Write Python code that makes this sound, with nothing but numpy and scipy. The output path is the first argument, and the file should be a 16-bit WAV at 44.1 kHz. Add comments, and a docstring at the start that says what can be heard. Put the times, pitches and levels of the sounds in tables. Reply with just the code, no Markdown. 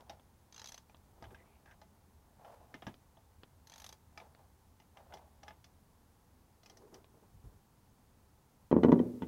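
"""Working on a car's spark plugs

A spark-plug socket and a torque wrench are used on a cold engine, close by. Steel clinks and scrapes
in the plug wells, the ratchet clicks through two back swings, and hands and a sleeve rub.
At the end the wrench is laid on the plastic cowl, where it bounces and drums the hollow panel."""
import sys
import numpy as np
from scipy import signal
from scipy.fft import rfft, irfft
from scipy.io import wavfile

SR = 44100
rng = np.random.default_rng(int(sys.argv[2]) if len(sys.argv) > 2 else 0)


def generate_wav(signal):
    """Clip the signal to [-1, 1] and save it as 16-bit WAV at the path in sys.argv[1]."""
    frames = np.transpose(np.atleast_2d(signal))
    scaled = np.clip(frames, -1, 1) * 32767
    pcm = np.round(scaled).astype(np.int16)
    wavfile.write(sys.argv[1], SR, pcm)


N = 408807
T = np.arange(N) / SR
HIT_T = np.arange(SR * 3 // 5) / SR  # the clock for a single hit, in seconds


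def amp(db):
    """Turn decibels into a gain."""
    return 10 ** (np.asarray(db) / 20)


def unit(x):
    """Scale to an average power of 1."""
    return x / np.sqrt(np.mean(x ** 2))


def unit_energy(x):
    """Scale to a total energy of 1."""
    return x / np.sqrt(np.sum(x ** 2))


def add(out, s, x):
    """Mix x into out, starting at s seconds."""
    i = int(s * SR)
    out[i:i + len(x)] += x[:len(out) - i]


def gain_curve(rows):
    """Join (t/s, level/dB) points into a gain for every sample."""
    return amp(np.interp(T, *np.transpose(rows)))


def colour(x, points):
    """Make some pitches louder and others softer, following (f/Hz, level/dB) points."""
    size = 4096
    hz, db = np.transpose(points)
    grid_hz = np.arange(size // 2 + 1) * SR / size + 1
    log_gain = np.log(amp(np.interp(np.log(grid_hz), np.log(hz), db)))
    # folding the cepstrum keeps the filter from sounding before a hit
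    cepstrum = irfft(log_gain)
    cepstrum[1:size // 2] *= 2
    cepstrum[size // 2 + 1:] = 0
    return signal.fftconvolve(x, irfft(np.exp(rfft(cepstrum))))[:len(x)]


def band(x, hz, width_hz):
    """Keep the pitches near hz."""
    return signal.lfilter(*signal.iirpeak(hz, hz / width_hz, fs=SR), x)


def fade(t, t60):
    """Die away by 60 dB in t60 seconds, the ring time."""
    return np.exp(-np.log(1000) * t / t60)


def ping(hz, t, t60):
    """One fading tone of energy 1."""
    return unit_energy(np.sin(2 * np.pi * hz * t) * fade(t, t60))


def ring(modes, t, detune=0):
    """A struck object rings with its own tones; the grip shifts each a little (detune)."""
    return sum(amp(db) * fade(t, t60) * np.cos(2 * np.pi * hz * (1 + detune * rng.standard_normal()) * t)
               for hz, db, t60 in modes)


def scatter(t, t60):
    """A blur of fading echoes, of energy 1."""
    return unit_energy(rng.standard_normal(len(t)) * fade(t, t60))


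def contact(modes, chatter_s, ring_db, bay_db, bay_t60, detune):
    """Steel chatters for a moment, rings, and echoes round the engine bay."""
    t = HIT_T[:SR // 6]
    force = unit_energy(rng.standard_normal(len(t)) * np.exp(-(t / chatter_s) ** 2))
    ringing = unit_energy(signal.fftconvolve(force, ring(modes, t, detune))[:len(t)])
    return unit_energy(force + amp(ring_db) * ringing + amp(bay_db) * scatter(t, bay_t60))


def strokes(moves):
    """The gain of hand movements: each swells to its loudest point and dies away."""
    out = np.zeros(N)
    rise_share, depth_db = 0.41, 19  # part of a stroke spent rising; how much softer its ends are
    for s, db, length_s in moves:
        away = np.maximum((s - T) / rise_share, (T - s) / (1 - rise_share)) / length_s
        out = np.maximum(out, amp(db - depth_db * np.minimum(away, 4) ** 1.01))
    return out


def rub(moves, points, grain_db, grain_hz):
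    """Rubbing is countless tiny slips, whose strength wanders grain_hz times a second."""
    noise = rng.standard_normal(N)
    count = int(N / SR * grain_hz) + 2
    wander = np.interp(T * grain_hz, np.arange(count), rng.standard_normal(count))
    slips = noise * amp(grain_db * wander)
    return unit(colour(slips, points)) * strokes(moves)


# the tone colour of the air: f/Hz, level/dB (in all tables, levels compare one row with another)
AIR_COLOUR = [(12, -35.5), (20, -11), (80, -1), (175, -9), (225, -8), (306, -15), (393, -16), (534, -18),
              (597, -20.5), (857, -15.5), (1100, -20.5), (1200, -22.5), (1380, -24.5), (2540, -32),
              (15500, -34)]
# how loud the distant drone is: t/s, level/dB
DRONE_LEVELS = [(0, -72.5), (5.8, -69.5), (6.5, -88.5), (9.2, -78)]
# the pitches of the whine: f/Hz, level/dB
WHINE_TONES = [(6400, -90.5), (10400, -89)]
def background():
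    """Quiet air, a wavering low drone far away and a faint electronic whine."""
    air = amp(-66) * unit(colour(rng.standard_normal(N), AIR_COLOUR))
    low_band = signal.butter(2, [68, 86], "band", fs=SR, output="sos")
    drone = unit(signal.sosfilt(low_band, rng.standard_normal(N)))
    whine = sum(amp(db - 5.5) * unit(band(rng.standard_normal(N), hz, width_hz=60))
                for hz, db in WHINE_TONES)
    return air + drone * gain_curve(DRONE_LEVELS) + whine


# slides of the socket: loudest at t/s, level/dB, length/s
SCRAPES = [(0.005, -58, 0.094), (0.11, -58.5, 0.18), (1.28, -66, 0.7), (1.7, -66, 0.23), (2.5, -56.5, 0.49),
           (4.22, -59.5, 0.23), (4.4, -63, 0.14), (5.0, -59, 0.13), (5.14, -58.5, 0.39),
           (5.48, -60.5, 0.17)]
# their tone colour: f/Hz, level/dB
SCRAPE_COLOUR = [(100, -33), (400, -6), (620, 2), (850, 3), (1200, -9.5), (1700, -15), (2300, -22.5),
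                 (3500, -25), (8000, -32)]
def scrapes():
    """The socket slides along a plug well, the deep hole that holds a spark plug."""
    return rub(SCRAPES, SCRAPE_COLOUR, grain_db=3.0, grain_hz=127.3)


# dry ticks in the tool's joints: t/s, level/dB, treble/dB
JOINT_TICKS = [(.008, -53, -3), (0.1968, -51.5, -32), (.946, -46.5, -24), (.969, -59, 9),
               (2.942, -48.5, -1), (3.434, -42, -12), (4.349, -49, -9), (7.044, -49.5, -9)]
def joint_ticks():
    """A loose joint is pulled tight in the hand: too short and too muffled to ring."""
    out = np.zeros(N)
    t = HIT_T[:SR // 10]
    for s, db, treble_db in JOINT_TICKS:
        crack = scatter(t, t60=0.0093) + amp(-6) * scatter(t, t60=0.06)
        tint = [(150, 18), (900, 9.2), (2000, 1.3), (3500, 5.9),
                (5500, treble_db), (8000, treble_db - 17)]
        add(out, s, amp(db + 14.5) * unit_energy(colour(crack, tint)))
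    return out


# the tones of the socket and its extension bar: f/Hz, level/dB, ring time/s
SOCKET_TONES = [(659, 2.5, 0.063), (806, -15, 0.13), (1227, -5.5, 0.079), (1730, -5, 0.037),
                (2060, -5, 0.13), (2400, -12, 0.059), (3000, -7.5, 0.067), (3420, -4, 0.027),
                (5090, 5.5, 0.032), (5670, 2.5, 0.037), (5960, 6.5, 0.019)]
def clink(body_db, treble_db, lead_hz):
    """The socket touches the plug, the well or the wrench, and rings over a light thud."""
    t = HIT_T[:SR // 6]
    hit = contact(SOCKET_TONES, chatter_s=0.0056, ring_db=-4, bay_db=0, bay_t60=0.14, detune=0.0167)
    lead = amp(-9.5) * ping(lead_hz, t, t60=0.037)  # where the tool is touched decides which tone leads
    well_hz = 812 * (1 + 0.0784 * rng.standard_normal())  # random, as the socket's depth varies
    well = amp(-12) * ping(well_hz, t, t60=0.12)
    tint = [(60, -28), (300, body_db - 8), (780, body_db + 6.5), (1400, 0), (2800, -1.5), (3700, -4.5),
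            (4300, treble_db + 0.5), (5500, treble_db + 0.5), (6500, treble_db - 3.5),
            (8000, treble_db - 13.5), (15000, treble_db - 17)]
    return colour(hit + lead + well, tint) + amp(-9.5) * thud()


# the tone colour of a thud: f/Hz, level/dB
THUD_COLOUR = [(50, -14), (140, 1.5), (300, -1.5), (450, -10), (900, -9), (3000, -51)]
def thud():
    """The cylinder head, the heavy top of the engine, answers a knock slowly and low."""
    return amp(-6.5) * unit_energy(colour(scatter(HIT_T[:SR // 6], t60=0.15), THUD_COLOUR))


# steel touching steel: t/s, level/dB, low body/dB, treble/dB, leading f/Hz, bounce after/s (0 = none)
CLINKS = [(0.0961, -39, 2, -6, 3730, 0), (0.8964, -55.5, 1.5, -11, 2400, 0),
          (1.2245, -47.5, 3.5, -6, 2010, 0.0012), (1.2406, -43.5, -6, -15, 1634, 0.012),
          (1.307, -55, -14, -24, 1640, 0), (1.3462, -46.5, -12, -16, 1620, 0.0012),
          (1.6585, -52, -9, -16, 1660, 0), (1.711, -51, -15, -14, 1670, 0.0032),
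          (1.8154, -50.5, 4.5, -8, 4156, 0.005), (2.4473, -52.5, 7.5, -11, 1374, 0.0044),
          (2.7415, -38, -9, -13, 1810, 0), (2.8218, -41, -6.5, -19, 3240, 0.0008),
          (2.8673, -36, -7, -11, 1651, 0.012), (3.17, -59.5, 8, -16, 3400, 0.0014),
          (3.7301, -52.5, -12, -9, 1830, 0), (4.1755, -38, -7, -7.5, 2330, .025),
          (4.8, -54, -0.5, -7.5, 2870, .02), (4.9713, -47, 1, -13, 3190, 0.0017),
          (5.1232, -48.5, 9, -19, 1459, 0.0013), (5.1382, -44, 1.5, -1.5, 3390, .033),
          (5.432, -48, 3, -3, 1730, 0.0037), (5.4808, -40, -1, -9.5, 1700, 0.026),
          (5.6429, -49.5, -15, -0.5, 3440, 0), (6.6328, -54.5, -6.5, 0.5, 4040, 0),
          (6.6597, -49.5, -12, 0, 2510, 0), (6.6978, -50, -5, 2, 3215, 0.00087),
          (6.7708, -55.5, 1, 6, 1850, 0), (6.9426, -50, -19, 2.5, 3030, 0.0077),
          (9.2202, -39, -3, -26, 3390, 0)]
def socket_clinks():
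    """Loose touches clink; some bounce once, weaker and duller."""
    out = np.zeros(N)
    for s, db, body_db, treble_db, lead_hz, bounce_s in CLINKS:
        add(out, s, amp(db) * clink(body_db, treble_db, lead_hz))
        if bounce_s > 0:
            add(out, s + bounce_s, amp(db - 6.5) * clink(body_db + 0.5, treble_db - 8, lead_hz))
    return amp(21) * out


# the tones of the ratchet head: f/Hz, level/dB, ring time/s
RATCHET_TONES = [(888, -15, 0.16), (1740, -15, 0.033), (3330, -0.5, 0.029), (3940, -2, 0.021),
                 (4460, -23, 0.015), (6090, 1.5, 0.014), (6280, 4.5, 0.017), (11540, -2, 0.018)]
# the tone colour of one click: f/Hz, level/dB
CLICK_COLOUR = [(200, -15), (800, 4), (1400, -2.5), (2200, -3.5), (3600, -8), (5000, -4), (6300, -6.5),
                (7600, -12.5), (11500, -11), (15500, -20)]
# short runs of clicks: t/s, teeth, first gap/s, each gap over the one before, level/dB,
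# change per tooth/dB, low body/dB, high treble/dB
CLICK_RUNS = [(0.5249, 5, 0.019, 0.95, -48.5, 1.8, -15, -28), (0.617, 2, 0.026, 1, -41.5, 1, -12, -24.5),
              (0.6582, 3, 0.014, 1, -41.5, -1, -17.5, -22), (0.6915, 2, .0285, 1, -42.5, 1, -17.5, -20),
              (0.7432, 2, .0345, 1, -41, -2.5, -14, -21), (3.6713, 4, .0264, .83, -48.5, 1, -14.5, -19.5),
              (3.7588, 4, 0.021, 0.95, -46, 0.5, -11.5, -15), (3.843, 4, 0.021, 1.285, -40.5, -1, -11, -16)]
def ratchet():
    """On the back swing a small catch snaps over tooth after tooth, faster or slower with the hand."""
    out = np.zeros(N)
    t = HIT_T[:SR // 6]
    for s, teeth, gap_s, gap_ratio, db, swell_db, body_db, top_db in CLICK_RUNS:
        for tooth in range(round(teeth)):
            snap = contact(RATCHET_TONES, chatter_s=0.0049, ring_db=-0.5, bay_db=-0.5,
                           bay_t60=0.13, detune=0.023)
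            # every tooth has a body and a pitch of its own
            tooth_body_db = body_db + 10.5 + 1.5 * rng.standard_normal()
            tooth_hz = 3910 * (1 + 0.143 * rng.standard_normal())
            tint = [(1900, tooth_body_db), (4000, 0), (6800, 0), (9000, top_db + 16)]
            snap = unit_energy(colour(colour(snap, CLICK_COLOUR), tint))
            click = unit_energy(snap + amp(-11.5) * ping(tooth_hz, t, t60=0.042))
            add(out, s, amp(db + swell_db * tooth + 16) * click)
            s += gap_s * gap_ratio ** tooth
    return out


# brushes of the sleeve and hand: loudest at t/s, level/dB, length/s
SLEEVE_RUBS = [(1.29, -63, 0.53), (5.15, -67, 0.11), (6.82, -60.5, 0.44), (6.95, -55, .13),
               (7.15, -67, .25), (7.24, -64, 0.11), (7.47, -67, .28)]
# their tone colour: f/Hz, level/dB
SLEEVE_COLOUR = [(80, -24), (220, -7), (400, 1), (560, -8.5), (1000, -10), (2500, -34.5), (8000, -34.5)]
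def sleeve():
    """Cloth and skin rub with a soft rustle."""
    return rub(SLEEVE_RUBS, SLEEVE_COLOUR, grain_db=3.5, grain_hz=80.3)


# movements that rumble: loudest at t/s, level/dB, length/s
HANDLING_MOVES = [(1.27, -58.5, 0.44), (7.35, -57.5, 0.2), (7.48, -53.5, .24)]
# their tone colour: f/Hz, level/dB
HANDLING_COLOUR = [(20, -11), (50, 6), (110, 6), (200, -8), (400, -25), (1500, -41)]
def handling():
    """Moving hands make a low, uneven rumble."""
    return rub(HANDLING_MOVES, HANDLING_COLOUR, grain_db=3.5, grain_hz=40.67)


# firm pushes on the socket: t/s, level/dB
PRESSES = [(1.2241, -41.5), (2.7411, -37.5), (2.8232, -41.5), (2.8672, -29), (2.8777, -36)]
def socket_presses():
    """The socket is pressed home and thuds in the cylinder head."""
    out = np.zeros(N)
    for s, db in PRESSES:
        add(out, s, amp(db + 21) * thud())
    return out


# short drags of the tool: t/s, length/s, f/Hz, level/dB
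SQUEAKS = [(1.361, 0.082, 1950, -72), (1.432, 0.17, 2400, -78.5), (1.66, 0.092, 1620, -66.5),
           (6.82, 0.062, 430, -60.5)]
def squeaks():
    """As the tool drags, fast, uneven slips keep one rough tone sounding."""
    out = np.zeros(N)
    for s, length_s, hz, db in SQUEAKS:
        count = int(length_s * SR)
        slips = rng.standard_normal(len(HIT_T))[:count] ** 3
        tone = band(slips, hz, width_hz=0.13 * hz)
        tone = unit(band(tone, hz, width_hz=1.2 * hz))
        add(out, s, amp(db) * tone * signal.windows.tukey(count, 0.5))
    return out


# how loud the hiss is: t/s, level/dB
HISS_LEVELS = [(2.3, -95), (2.5, -90), (2.7, -85), (2.9, -74), (3.1, -101), (8.68, -96), (8.8, -74),
               (9.0, -71), (9.26, -72)]
# its tone colour: f/Hz, level/dB
HISS_COLOUR = [(300, -13), (2000, -0.5), (7000, -2.5), (15000, -2.5)]
def hiss():
    """A faint, bright hiss swells twice."""
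    return unit(colour(rng.standard_normal(N), HISS_COLOUR)) * gain_curve(HISS_LEVELS)


# the tones of the wrench head on plastic: f/Hz, level/dB, ring time/s
WRENCH_TONES = [(935, -0.5, 0.035), (1454, -9, 0.067), (1955, -2.5, 0.043), (2140, -14, 0.057),
                (2660, -23, 0.048), (3090, 3, 0.021), (3400, -6.5, 0.036), (4040, -2, 0.031),
                (5770, -14, 0.018)]
# the tone colour of its tick: f/Hz, level/dB
WRENCH_COLOUR = [(150, -34), (700, 16), (2000, 2), (3200, -4), (4500, -14), (6300, -13.5), (8000, -26.5),
                 (15000, -28.5)]
def wrench_tick():
    """The steel wrench meets the plastic with a hard tick."""
    hit = contact(WRENCH_TONES, chatter_s=0.005, ring_db=3.5, bay_db=6, bay_t60=0.09, detune=0.018)
    return unit_energy(colour(hit, WRENCH_COLOUR))


# the tones of the cowl, the hollow panel below the windscreen: f/Hz, level/dB, ring time/s
COWL_TONES = [(82.2, -9.5, 0.46), (118.9, -17.5, 0.75), (165, -7, 0.32), (186, -0.5, 0.3),
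              (244.8, -1.5, 0.99), (259.5, 3, 0.21), (302.2, -5.5, 0.43), (336, -9, 0.31), (370, -16, .2),
              (443, -7, 0.4), (502, -15, 0.17), (576, -18, 0.68), (746, -19, 0.34), (892, 2, 0.046),
              (963, -10, .16), (1056, -22.5, 0.14), (1160, -17.5, 0.2)]
# the tone colour of the panel bending: f/Hz, level/dB
FLEX_COLOUR = [(40, -30.5), (110, -12.5), (220, 6.5), (440, 2.5), (700, -13.5), (1000, -18), (1400, -25),
               (2500, -35.5), (6000, -72)]
# bounces of the wrench: t/s, tick level/dB, strike level/dB, weight follows after/s,
# weight level/dB, weight muffled above f/Hz, times it rocks afterwards
LANDINGS = [(8.7135, -27.5, -21.5, 0.014, -11, 1210, 0), (8.7654, -42.5, -14.5, .0215, -23, 694, 0),
            (8.834, -21.5, -17, .0136, -10.5, 1260, 0), (8.8847, -35, -17.5, 0.00865, -15.5, 720, 0),
            (8.9192, -20, -19.5, 0.00703, -9, 686, 2), (8.991, -34, -38, .0091, -17, 343, 2),
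            (9.221, -34.5, -25, 0.011, -24.5, 210, 0)]
def wrench_on_cowl():
    """One end of the wrench strikes, then its weight follows; each push drums the hollow panel."""
    out, far_edge = np.zeros(N), np.zeros(len(HIT_T))
    impulse = 1.0 * (HIT_T == 0)
    flex = colour(impulse, FLEX_COLOUR)
    flex /= np.max(np.abs(flex))
    # the bend travels across the panel and comes back duller
    add(far_edge, 0.011, amp(-10.5) * colour(flex, [(300, 4.5), (600, -17), (1500, -14)]))
    drum_tint = [(40, -7), (90, 0), (1100, -0.5), (2200, -34), (6000, -51)]
    drum = amp(-19) * colour(ring(COWL_TONES, HIT_T), drum_tint)
    rock_gap_s = 0.0172
    for start, tick_db, strike_db, lag_s, weight_db, weight_hz, rocks in LANDINGS:
        weight_s = start + lag_s
        pushes = [(start, strike_db, weight_hz * 1.2), (weight_s, weight_db, weight_hz)]
        for k in range(1, round(rocks) + 1):
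            pushes.append((weight_s + k * rock_gap_s, weight_db - 13.5, weight_hz * 0.55))
        for s, push_db, push_hz in pushes:
            # every landing spot sends its own echoes through the bodywork
            echoes = amp(-3.5) * scatter(HIT_T, t60=0.2) + amp(-8.5) * scatter(HIT_T, t60=0.81)
            thump = flex + far_edge + drum + signal.fftconvolve(flex, echoes)[:len(HIT_T)]
            # a softer landing pushes for longer and sounds duller
            muffle = signal.butter(1, push_hz, fs=SR)
            add(out, s, amp(push_db) * signal.lfilter(*muffle, thump))
        add(out, start, amp(tick_db + 13.5) * wrench_tick())
        add(out, weight_s, amp(tick_db + 3) * wrench_tick())
    return out


def scene():
    """Add hands, tools and surroundings into one channel."""
    soft_sounds = scrapes() + sleeve() + handling() + hiss()
    tools = ratchet() + socket_clinks() + socket_presses() + joint_ticks() + squeaks() + wrench_on_cowl()
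    return (soft_sounds + tools + background())[None]


def record(dry):
    """Cut away the very highest treble."""
    top_hz = 15800
    return signal.sosfilt(signal.ellip(10, 0.2, 70, top_hz, fs=SR, output="sos"), dry)


dry = scene()
out = record(dry)
generate_wav(out)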